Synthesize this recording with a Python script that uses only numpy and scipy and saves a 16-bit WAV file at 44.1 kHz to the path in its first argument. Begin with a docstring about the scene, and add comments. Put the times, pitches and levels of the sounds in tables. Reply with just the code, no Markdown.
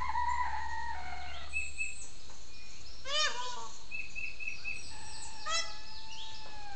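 """A rooster ends a hoarse crow in a wooded yard, the two sides of its syrinx beating against each other.
A peacock gives a two-part cry and a honk; a second rooster crows far off. All three are harmonic tones
shaped by a throat. A chick's peeps and the songbirds' whistles are gliding sines; pen boards knock.
Trunks and leaves scatter every call. Behind: moving air, insects, a distant engine hum that dies away."""
import sys
import numpy as np
from scipy import signal
from scipy.fft import rfft, irfft, next_fast_len
from scipy.io import wavfile
from scipy.ndimage import uniform_filter1d, map_coordinates

SR = 44100
rng = np.random.default_rng(int(sys.argv[2]) if len(sys.argv) > 2 else 0)


def wrap_up_sound(samples):
    """Save the sound to the file named by the first command line argument, as 16-bit audio."""
    columns = np.atleast_2d(samples).T
    # keep every value between -1 and 1, then stretch to whole-number steps
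    tamed = np.clip(columns, -1, 1)
    steps = np.round(tamed * 32767).astype(np.int16)
    wavfile.write(sys.argv[1], SR, steps)


N = 297675

# steady whistle contour: (position [0-1], pitch [ratio], level [dB])
FLAT_CONTOUR = [(0, 1, -14), (.2, 1, -1), (.85, 1, 0), (1, 1, -10)]


def amp(db):
    """Decibels to gain."""
    return 10 ** (np.asarray(db) / 20)


def unit(x):
    """Scale to rms 1."""
    return x / np.sqrt(np.mean(x ** 2) + 1e-20)


def along(points, hz):
    """Interpolate (frequency [Hz], value) points on a log axis."""
    knots_hz, values = np.transpose(points)
    return np.interp(np.log(hz + 1), np.log(knots_hz + 1), values)


def wobble(rate_hz, size):
    """Smooth random curve with knots at rate_hz."""
    knots = rng.standard_normal(int(size * rate_hz / SR) + 4)
    return map_coordinates(knots, [np.arange(size) * rate_hz / SR])


def cycle(hz):
    """Running phase [rad]."""
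    return 2 * np.pi * np.cumsum(hz) / SR


def add(track, start_s, x):
    """Mix x into the track."""
    span = track[max(round(start_s * SR), 0):][:len(x)]
    span += x[:len(span)]


def filtered(x, gain):
    """Zero-phase filter with response gain(hz)."""
    size = next_fast_len(N + SR // 2)
    return irfft(rfft(x, size) * gain(np.fft.rfftfreq(size, 1 / SR)), size)[:N]


def noise(spectrum):
    """Coloured noise, rms 1."""
    return unit(filtered(rng.standard_normal(N), lambda hz: amp(along(spectrum, hz))))


def near_rooster():
    """High crow, turning hoarse and breaking to a lower register; the two syrinx sides beat."""
    # syllables: (start [s], length [s], top [Hz], crest [0-1], scoop [0-1], sag [0-1],
    # opening [dB], closing [dB], overtones [dB], roughness [0-1])
    crow = [(0.0, 0.11, 1087, 0.48, .15, 0.36, -29.5, -35, -45, 0.01),
            (0.132, .135, 977.6, 0.32, .1, 0.04, -32, -36, -43, 0),
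            (0.255, 0.22, 1008, .25, 0.06, 0.12, -31.5, -34.5, -43, 0.02),
            (0.439, 0.17, 893, 0.42, .01, 0.01, -42, -38, -48, .05),
            (0.593, 0.3586, 943.2, .65, 0, 0.08, -38.5, -43.5, -45, 0.01),
            (0.938, .52, 731, .1, .005, .135, -47, -53.5, -54, .021),
            (1.455, 0.038, 623, 0.12, 0, 0.33, -52.5, -53, -70, 0)]
    # throat in the high and low registers, rasp spectrum: (frequency [Hz], level [dB])
    high_throat = [(600, -9), (950, 21), (1400, -11.5), (1900, 5.5), (2200, -14), (2800, -37), (3800, -16),
                   (5000, -40), (8000, -57)]
    low_throat = [(500, -23.5), (760, 10.5), (950, 3.5), (1450, 4), (1750, -6.5), (2150, -8), (2450, -4.5),
                  (2900, -21.5), (5000, -43.5)]
    rasp = [(700, -8), (1000, -2), (1400, 3.5), (2000, 6.5), (2500, -1.5), (3200, -13.5), (5000, -44.5)]
    beat_hz = 44.86
    held, end = np.zeros(N), np.zeros(N)
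    for row in crow[:-2]:
        t, hz, db, upper_db, rough = syllable(row, attack_s=0.0032, dull_db=-5.5, hoarse=0.28)
        strong = (t, hz, db, upper_db - 2.5, rough)
        weak = (t, hz - beat_hz, db - 4, upper_db - 7.5, rough)
        for side in (strong, weak):
            held += call(side, high_throat, split_hz=1500, rasp_db=-24, half_db=-53, uneven_db=0)
        add(held, t[0], amp(-24.5) * rough * noise(rasp)[:len(t)])
    for row in crow[-2:]:
        t, hz, db, upper_db, rough = syllable(row, attack_s=0.0052, dull_db=-1, hoarse=0.05)
        strong = (t, hz, db - 2.5, upper_db, rough)
        weak = (t, hz + beat_hz, db - 7, upper_db - 12.5, rough)
        for side in (strong, weak):
            end += call(side, low_throat, split_hz=1670, rasp_db=-5.5, half_db=-15.5, uneven_db=1)
    rattle = amp(3.5 * wobble(160, N))
    voice = ground(held + end * rattle, notch_hz=1093, width_hz=46, depth_db=-10)
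    return woods(voice, trunks_db=-5.5, leaves_db=-3.5, tail_db=-11)


def syllable(row, attack_s, dull_db, hoarse):
    """Curves for one pitch arch; off the crest the slack voice roughens and overtones shift by dull_db."""
    start_s, length_s, top_hz, crest, scoop, sag, open_db, close_db, overtone_db, rough = row
    t = np.arange(int(length_s * SR)) / SR
    u, crest = t / length_s, np.clip(crest, 0.01, 0.99)
    slack = scoop * np.maximum(1 - u / crest, 0) ** 1.5
    slack += sag * np.maximum((u - crest) / (1 - crest), 0) ** 3
    onset_db = -20 * np.exp(-t / attack_s)
    db = open_db + (close_db - open_db) * u
    upper_db = overtone_db + dull_db * slack / max(scoop, sag)
    return start_s + t, top_hz * (1 - slack), db + onset_db, upper_db + onset_db, rough + hoarse * slack


def call(voice, throat, split_hz, rasp_db, half_db, uneven_db, beak=None):
    """Syrinx tone through a throat; effort sets the overtones above split_hz, hoarseness adds jitter."""
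    t, pitch_hz, db, upper_db, rough = voice
    phase = cycle(pitch_hz * (1 + rough * wobble(320, len(t))))
    order = np.arange(1, 37)[:, None] / 2  # half orders: alternating strong and weak cycles
    hz = order * pitch_hz
    partial_db = along(throat, hz) + half_db * (order != np.round(order))
    partial_db += uneven_db * wobble(35, hz.size).reshape(hz.shape)
    if beak:
        time_s, centre_hz, boost_db = np.transpose(beak)
        detune = np.log(hz / np.interp(t, time_s, centre_hz)) / 0.065
        partial_db += np.interp(t, time_s, boost_db) / (1 + detune ** 2)
    gain = amp(partial_db) * (hz < SR / 4)
    upper = 1 / (1 + (split_hz / hz) ** 16)
    low, high = (band / np.linalg.norm(band, axis=0) for band in (gain * (1 - upper), gain * upper))
    partials = (amp(db) * low + amp(upper_db) * high) * np.sin(order * phase + order ** 2)
    tone = np.sqrt(2) * partials.sum(axis=0)
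    rasp = amp(db + rasp_db) * noise(throat)[:len(t)] * (1 + np.cos(phase))
    out = np.zeros(N)
    add(out, t[0], (tone + rasp) * signal.windows.tukey(len(t), min(1, 0.026 * SR / len(t))))
    return out


def peacock():
    """Brassy rising cry, then a soft syllable that cracks at both ends; later one honk."""
    # syllables: (start [s], length [s], top [Hz], crest [0-1], scoop [0-1], sag [0-1],
    # opening [dB], closing [dB], overtones [dB], roughness [0-1])
    rows = [(3.04, 0.25, 615.4, 0.65, .21, 0.22, -44, -32, -29, 0.0036),
            (3.28, 0.057, 470, 0.12, 0.013, .03, -42, -46, -50.5, .008),
            (3.335, .23, 498.5, .38, 0.059, .06, -41.5, -49, -47, 0.0042),
            (3.553, .125, 460.6, 0.073, .01, 0.046, -41.5, -47, -61.5, 0.0054),
            (5.452, 0.16, 666.8, 0.71, 0.11, 0.018, -33, -38.5, -31.5, 0.0044)]
    # throat responses: (frequency [Hz], level [dB])
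    cry_throat = [(300, -20), (600, -7.5), (1200, -3.5), (1800, -3.5), (2450, 0), (3050, 1.5), (3650, -3),
                  (4300, -7), (4900, -2.5), (5500, -8), (6150, -8), (6750, -7), (7500, -14.5),
                  (8700, -32.5)]
    soft_throat = [(230, -14.5), (480, -20), (980, -4), (1480, -5.5), (2000, -30), (2500, -9.5),
                   (3000, -6.5), (3600, -16.5), (4500, -8), (5300, -10), (7000, -20.5), (8500, -32)]
    honk_throat = [(330, -19), (570, -10.5), (660, -8), (1330, -1.5), (2000, -3), (2680, -2), (3330, -8.5),
                   (4000, -4.5), (4650, -12.5), (5330, -4), (6000, -8.5), (6700, -7.5), (7400, -10.5),
                   (8700, -34)]
    # mouth resonance, falling as the beak closes: (time [s], centre [Hz], boost [dB])
    beak = [(3.03, 2100, 8), (3.09, 2300, 7), (3.135, 3500, 7), (3.18, 3100, 5), (3.21, 3100, 1),
            (3.232, 3000, 7), (3.245, 2400, 10), (3.27, 1620, 12), (3.3, 1400, 4)]
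    cry, honk = (syllable(row, attack_s=0.012, dull_db=-25, hoarse=0.12) for row in (rows[0], rows[-1]))
    catch, soft, crack = (syllable(row, attack_s=0.0067, dull_db=-4, hoarse=0.052) for row in rows[1:-1])
    voice = call(cry, cry_throat, split_hz=1900, rasp_db=-16.5, half_db=-37.5, uneven_db=5.5, beak=beak)
    voice += call(soft, soft_throat, split_hz=1000, rasp_db=-30, half_db=-39, uneven_db=5.5)
    for cracked in (catch, crack):
        voice += call(cracked, soft_throat, split_hz=1200, rasp_db=-28.5, half_db=-5.5, uneven_db=3)
    voice += call(honk, honk_throat, split_hz=2260, rasp_db=-18.5, half_db=-43, uneven_db=7.5)
    yard_edge_echo = amp(-20.5) * filtered(voice, lambda hz: 1 / (1 + (hz / 1900) ** 2))
    add(voice, 0.185, yard_edge_echo)
    return woods(voice, trunks_db=-8, leaves_db=-9.5, tail_db=-15)


def far_rooster():
    """Distant crow: a short muffled note, a hoarse second one and a long, clear ending."""
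    # syllables: (start [s], length [s], top [Hz], crest [0-1], scoop [0-1], sag [0-1],
    # opening [dB], closing [dB], overtones [dB], roughness [0-1])
    rows = [(4.575, .13, 803, .7, .22, .03, -68, -63, -56, .025),
            (4.9, .52, 878, .7, .012, .025, -55, -55.5, -60, .035),
            (5.4, .32, 856, .4, .006, .018, -56, -57, -61, .007),
            (5.7, 1.06, 885, .33, .05, .12, -59, -53, -61.5, .004)]
    # throat response: (frequency [Hz], level [dB])
    throat = [(600, -18.5), (870, -2.5), (1250, 11), (1700, -5.5), (2600, -5), (3500, -42), (4400, -10.5),
              (6000, -41)]
    first, *rest = (syllable(row, attack_s=0.004, dull_db=3, hoarse=0.06) for row in rows)
    opening = call(first, throat, split_hz=2800, rasp_db=-8, half_db=-34, uneven_db=4.5)
    opening = filtered(opening, lambda hz: 1 / (1 + (hz / 1750) ** 10))
    crow = sum(call(part, throat, split_hz=1300, rasp_db=-23, half_db=-45, uneven_db=2.2) for part in rest)
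    voice = ground(amp(7) * opening + amp(2.5) * crow, notch_hz=891, width_hz=9.8, depth_db=-7)
    return woods(voice, trunks_db=-9, leaves_db=-12, tail_db=-13)


def chick():
    """Arched peeps; the later ones dip in level just before their final flick."""
    # peeps: (start [s], length [s], pitch [Hz], level [dB], dip [dB])
    peeps = [(1.517, 0.11, 2668, -39, 1.5), (1.769, 0.091, 2669, -39.5, 1.5), (3.905, .11, 2690, -35.5, -9),
             (4.147, .11, 2716, -33, -11.5), (4.389, .112, 2710, -32.5, -15.5),
             (4.637, 0.093, 2669, -36.5, -5.5)]
    # peep contour: (position [0-1], pitch [ratio], level [dB], dip weight [0-1])
    arch = [(0, .9, -29, 0.16), (.14, .935, -6.5, 0), (.38, 0.97, 5, 0.78), (.58, 0.99, 5, 1),
            (.75, 0.94, -2.5, 0.33), (.82, .97, 3.5, 0), (0.891, 0.83, -14, 0), (1, .78, -18.5, 0.15)]
    out = np.zeros(N)
    for *note, dip_db in peeps:
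        contour = [(u, ratio, db + dip_weight * dip_db) for u, ratio, db, dip_weight in arch]
        out += notes([note], contour, waver=0.0013)
    return woods(out, trunks_db=2.5, leaves_db=-10, tail_db=-9.5)


def notes(rows, contour, waver):
    """Sine whistles sharing one contour, with random pitch waver."""
    out = np.zeros(N)
    position, ratio, contour_db = np.transpose(contour)
    for start_s, length_s, hz, db in rows:
        u = np.linspace(0, 1, int(length_s * SR))
        pitch_hz = uniform_filter1d(hz * np.interp(u, position, ratio), size=300)
        pitch_hz *= 1 + waver * wobble(250, len(u))
        envelope = amp(db + np.interp(u, position, contour_db)) * signal.windows.tukey(len(u), 0.1)
        add(out, start_s, np.sqrt(2) * envelope * np.sin(cycle(pitch_hz)))
    return out


def songbirds():
    """Warbles, chips and pings fairly near; slurs and rises from deep in the canopy, mostly scatter."""
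    # notes: (start [s], length [s], pitch [Hz], level [dB])
    warbles = [(1.255, 0.19, 3750, -55.5), (2.57, 0.33, 2795, -66.5), (3.32, .22, 3872, -51.5),
               (6.075, 0.25, 3800, -51)]
    slurs = [(4.475, 0.14, 5780, -52), (4.76, 0.13, 5740, -48), (5.045, 0.13, 5680, -47.5),
             (5.33, 0.12, 5510, -47), (5.6, .135, 5380, -48.5), (5.86, 0.14, 5060, -48)]
    rises = [(2.51, 0.16, 5540, -63.5), (2.84, .15, 5530, -59), (6.335, 0.06, 5353, -54)]
    chips = [(.29, .012, 7800, -58.5), (.68, 0.073, 6880, -67), (1.2, 0.043, 4100, -58.5),
             (2.005, 0.032, 7860, -49), (2.195, 0.024, 5230, -60), (2.215, 0.031, 4300, -61),
             (4.098, 0.03, 7135, -59), (4.25, 0.059, 5293, -59.5), (5.215, 0.039, 8100, -49.5),
             (6.11, 0.057, 5660, -55)]
    pings = [(.292, 0.028, 7210, -52), (.53, 0.18, 6730, -65), (.95, 0.44, 6440, -73.5),
             (2.47, 0.21, 2450, -61.5), (3.99, 0.25, 4707, -64), (4.46, 0.34, 4615, -59)]
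    # contours: (position [0-1], pitch [ratio], level [dB])
    warble_contour = [(0, .66, -5.5), (0.156, .76, 3.5), (.32, .74, -7.5), (0.482, .86, 8),
                      (0.628, 1.02, -1), (.76, .99, -2), (0.901, .9, -2), (1, 0.14, -22.5)]
    slur_contour = [(0, 1.01, -2), (0.119, 1, 0.5), (0.482, .98, -6.5), (0.652, .88, 1.5), (.85, .76, 1),
                    (1, 0.62, -4.5)]
    rise_contour = [(0, 0.61, -8), (0.219, 0.97, 15), (.35, 1, 2), (.75, 1, 4), (1, 0.94, -10.5)]
    chip_contour = [(0, 1, -9), (0.149, 1, 7.5), (.5, .86, 6.5), (1.001, 0.62, -15.5)]
    warbler = amp(1.5) * notes(warbles, warble_contour, waver=0.011)
    song = notes(slurs, slur_contour, waver=0.01) + notes(rises, rise_contour, waver=0.014)
    chatter = notes(chips, chip_contour, waver=0.022) + notes(pings, FLAT_CONTOUR, waver=0.0026)
    far = woods(amp(-2) * song, trunks_db=-3, leaves_db=1, tail_db=0)
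    return far + woods(warbler + chatter, trunks_db=-3, leaves_db=0, tail_db=-2)


def thin_whistles():
    """Two sides of a syrinx start on one very high pitch and drift apart."""
    # whistles: (start [s], length [s], pitch [Hz], level [dB], spread [ratio])
    whistles = [(1.487, .23, 8036, -58, 0.056), (1.741, 0.18, 8050, -55.5, 0.063),
                (1.943, 0.079, 8130, -57, 0.022), (4.727, 0.2, 8050, -63, 0.021),
                (4.864, 0.27, 8020, -63, 0.035), (5.045, 0.25, 8080, -60.5, 0.035)]
    out = np.zeros(N)
    for *note, spread in whistles:
        for drift, side_db in ((-1.3, 6.5), (0.76, 0)):
            contour = [(u, ratio + drift * spread * u, db + side_db) for u, ratio, db in FLAT_CONTOUR]
            out += notes([note], contour, waver=0.0055)
    return woods(out, trunks_db=-5, leaves_db=-7, tail_db=-5)


def knocks():
    """Dull taps on the pen boards: decaying noise bursts."""
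    # taps: (time [s], level [dB])
    taps = [(1.214, -54.5), (2.041, -55), (2.297, -50), (2.33, -71), (6.458, -48), (6.485, -61)]
    # board spectrum: (frequency [Hz], level [dB])
    board = [(150, -9), (500, -1.5), (1000, -3.5), (1600, -10), (3000, -23), (8000, -49.5)]
    t60_s = 0.14
    envelope, t = np.zeros(N), np.arange(SR // 4) / SR
    for start_s, db in taps:
        add(envelope, start_s, amp(db - 60 * t / t60_s))
    return woods(envelope * noise(board), trunks_db=-21, leaves_db=-4, tail_db=-9.5)


def ground(x, notch_hz, width_hz, depth_db):
    """Ground reflection cancels a narrow band."""
    return filtered(x, lambda hz: amp(depth_db / (1 + ((hz - notch_hz) / width_hz) ** 2)))


def woods(x, trunks_db, leaves_db, tail_db):
    """Direct sound, trunk echoes, quick foliage scatter and a long tail."""
    # tail decay: (frequency [Hz], t60 [s])
    decay = [(100, 0.28), (600, 1.48), (2500, 0.79), (5000, 1.34), (9000, 0.58)]
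    # trunk echoes: (delay [s], level [dB])
    echoes = [(0.01, -11.5), (.024, -14), (.046, -9), (0.063, -16), (0.105, -18.5)]
    hz, frame_s, spectra = signal.stft(rng.standard_normal(SR), SR, nperseg=256)
    spectra *= amp(-60 * frame_s / along(decay, hz)[:, None])
    t = np.arange(SR) / SR
    tail = signal.istft(spectra, SR, nperseg=256)[1][:SR] * (1 - np.exp(-t / 0.011))
    leaves = rng.standard_normal(SR) * amp(-60 * t / 0.26) * (1 - np.exp(-t / 0.0048))
    response = (amp(tail_db) * unit(tail) + amp(leaves_db) * unit(leaves)) / np.sqrt(SR)
    response[0] += 1
    for delay_s, db in echoes:
        add(response, delay_s, amp([db + trunks_db]))
    return signal.fftconvolve(x, response / np.linalg.norm(response))[:N]


def insects():
    """Two steady noise drones and a high buzz that swells in bouts."""
    # spectra: (frequency [Hz], level [dB])
    drone_band = [(2800, -35), (3500, -15.5), (3950, -9), (4300, -0.5), (4480, -11.5), (4700, -36.5),
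                  (5500, -52)]
    shrill_band = [(6800, -30), (7600, 4), (8050, -2.5), (8500, -14.5), (8900, -24.5)]
    buzz_band = [(5200, -23), (6200, -6.5), (6650, -6.5), (7300, -9.5), (8200, -35)]
    # buzz bouts: (start [s], length [s], level [dB])
    bouts = [(0.422, .45, -73), (2.182, 0.4, -60), (2.607, 0.31, -58), (3.17, 0.71, -54),
             (6.074, 0.38, -61.5)]
    floor_db, fade_s = -67.5, 0.13
    t = np.arange(N) / SR
    drone = amp(-59.5 + 1.1 * wobble(3, N) + 0.59 * wobble(90, N)) * noise(drone_band)
    shrill = amp(-75.5) * noise(shrill_band)
    swell = sum(amp(db) * np.clip(np.minimum(t - start_s, start_s + length_s - t) / fade_s, 0, 1)
                for start_s, length_s, db in bouts)
    buzz = np.hypot(amp(floor_db), swell) * amp(1.6 * wobble(60, N)) * noise(buzz_band)
    return drone + shrill + buzz


def engine():
    """Distant hum: declines slowly, then dies away."""
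    hum_hz, stop_s = 71.5, 1.7
    decline_db_per_s, stop_db_per_s = 2.5, 25.5
    t = np.arange(N) / SR
    db = -48 - decline_db_per_s * t - stop_db_per_s * np.maximum(t - stop_s, 0)
    return np.sqrt(2) * amp(db) * np.sin(cycle(hum_hz + 0.46 * wobble(4.5, N)))


def air():
    """Moving air: broad noise, slowly wavering in level."""
    # air spectrum: (frequency [Hz], level [dB])
    spectrum = [(15, -6.5), (25, 1.5), (50, -0.5), (100, -7.5), (160, -13.5), (250, -16), (400, -18.5),
                (800, -22), (1250, -22.5), (2000, -28), (2500, -21), (3200, -24), (5000, -24.5),
                (8000, -43.5)]
    return amp(-55 + 1.1 * wobble(2.825, N)) * noise(spectrum)


def scene():
    """Mono mix of birds, knocks and background."""
    birds = near_rooster() + far_rooster() + peacock() + chick() + songbirds() + thin_whistles()
    return (birds + knocks() + air() + insects() + engine())[None]


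def record(dry):
    """Steep low-pass plus a DC offset."""
    cutoff_hz, offset = 8700, -0.0245
    return filtered(dry[0], lambda hz: 1 / np.sqrt(1 + (hz / cutoff_hz) ** 120))[None] + offset


dry = scene()
out = record(dry)
wrap_up_sound(out)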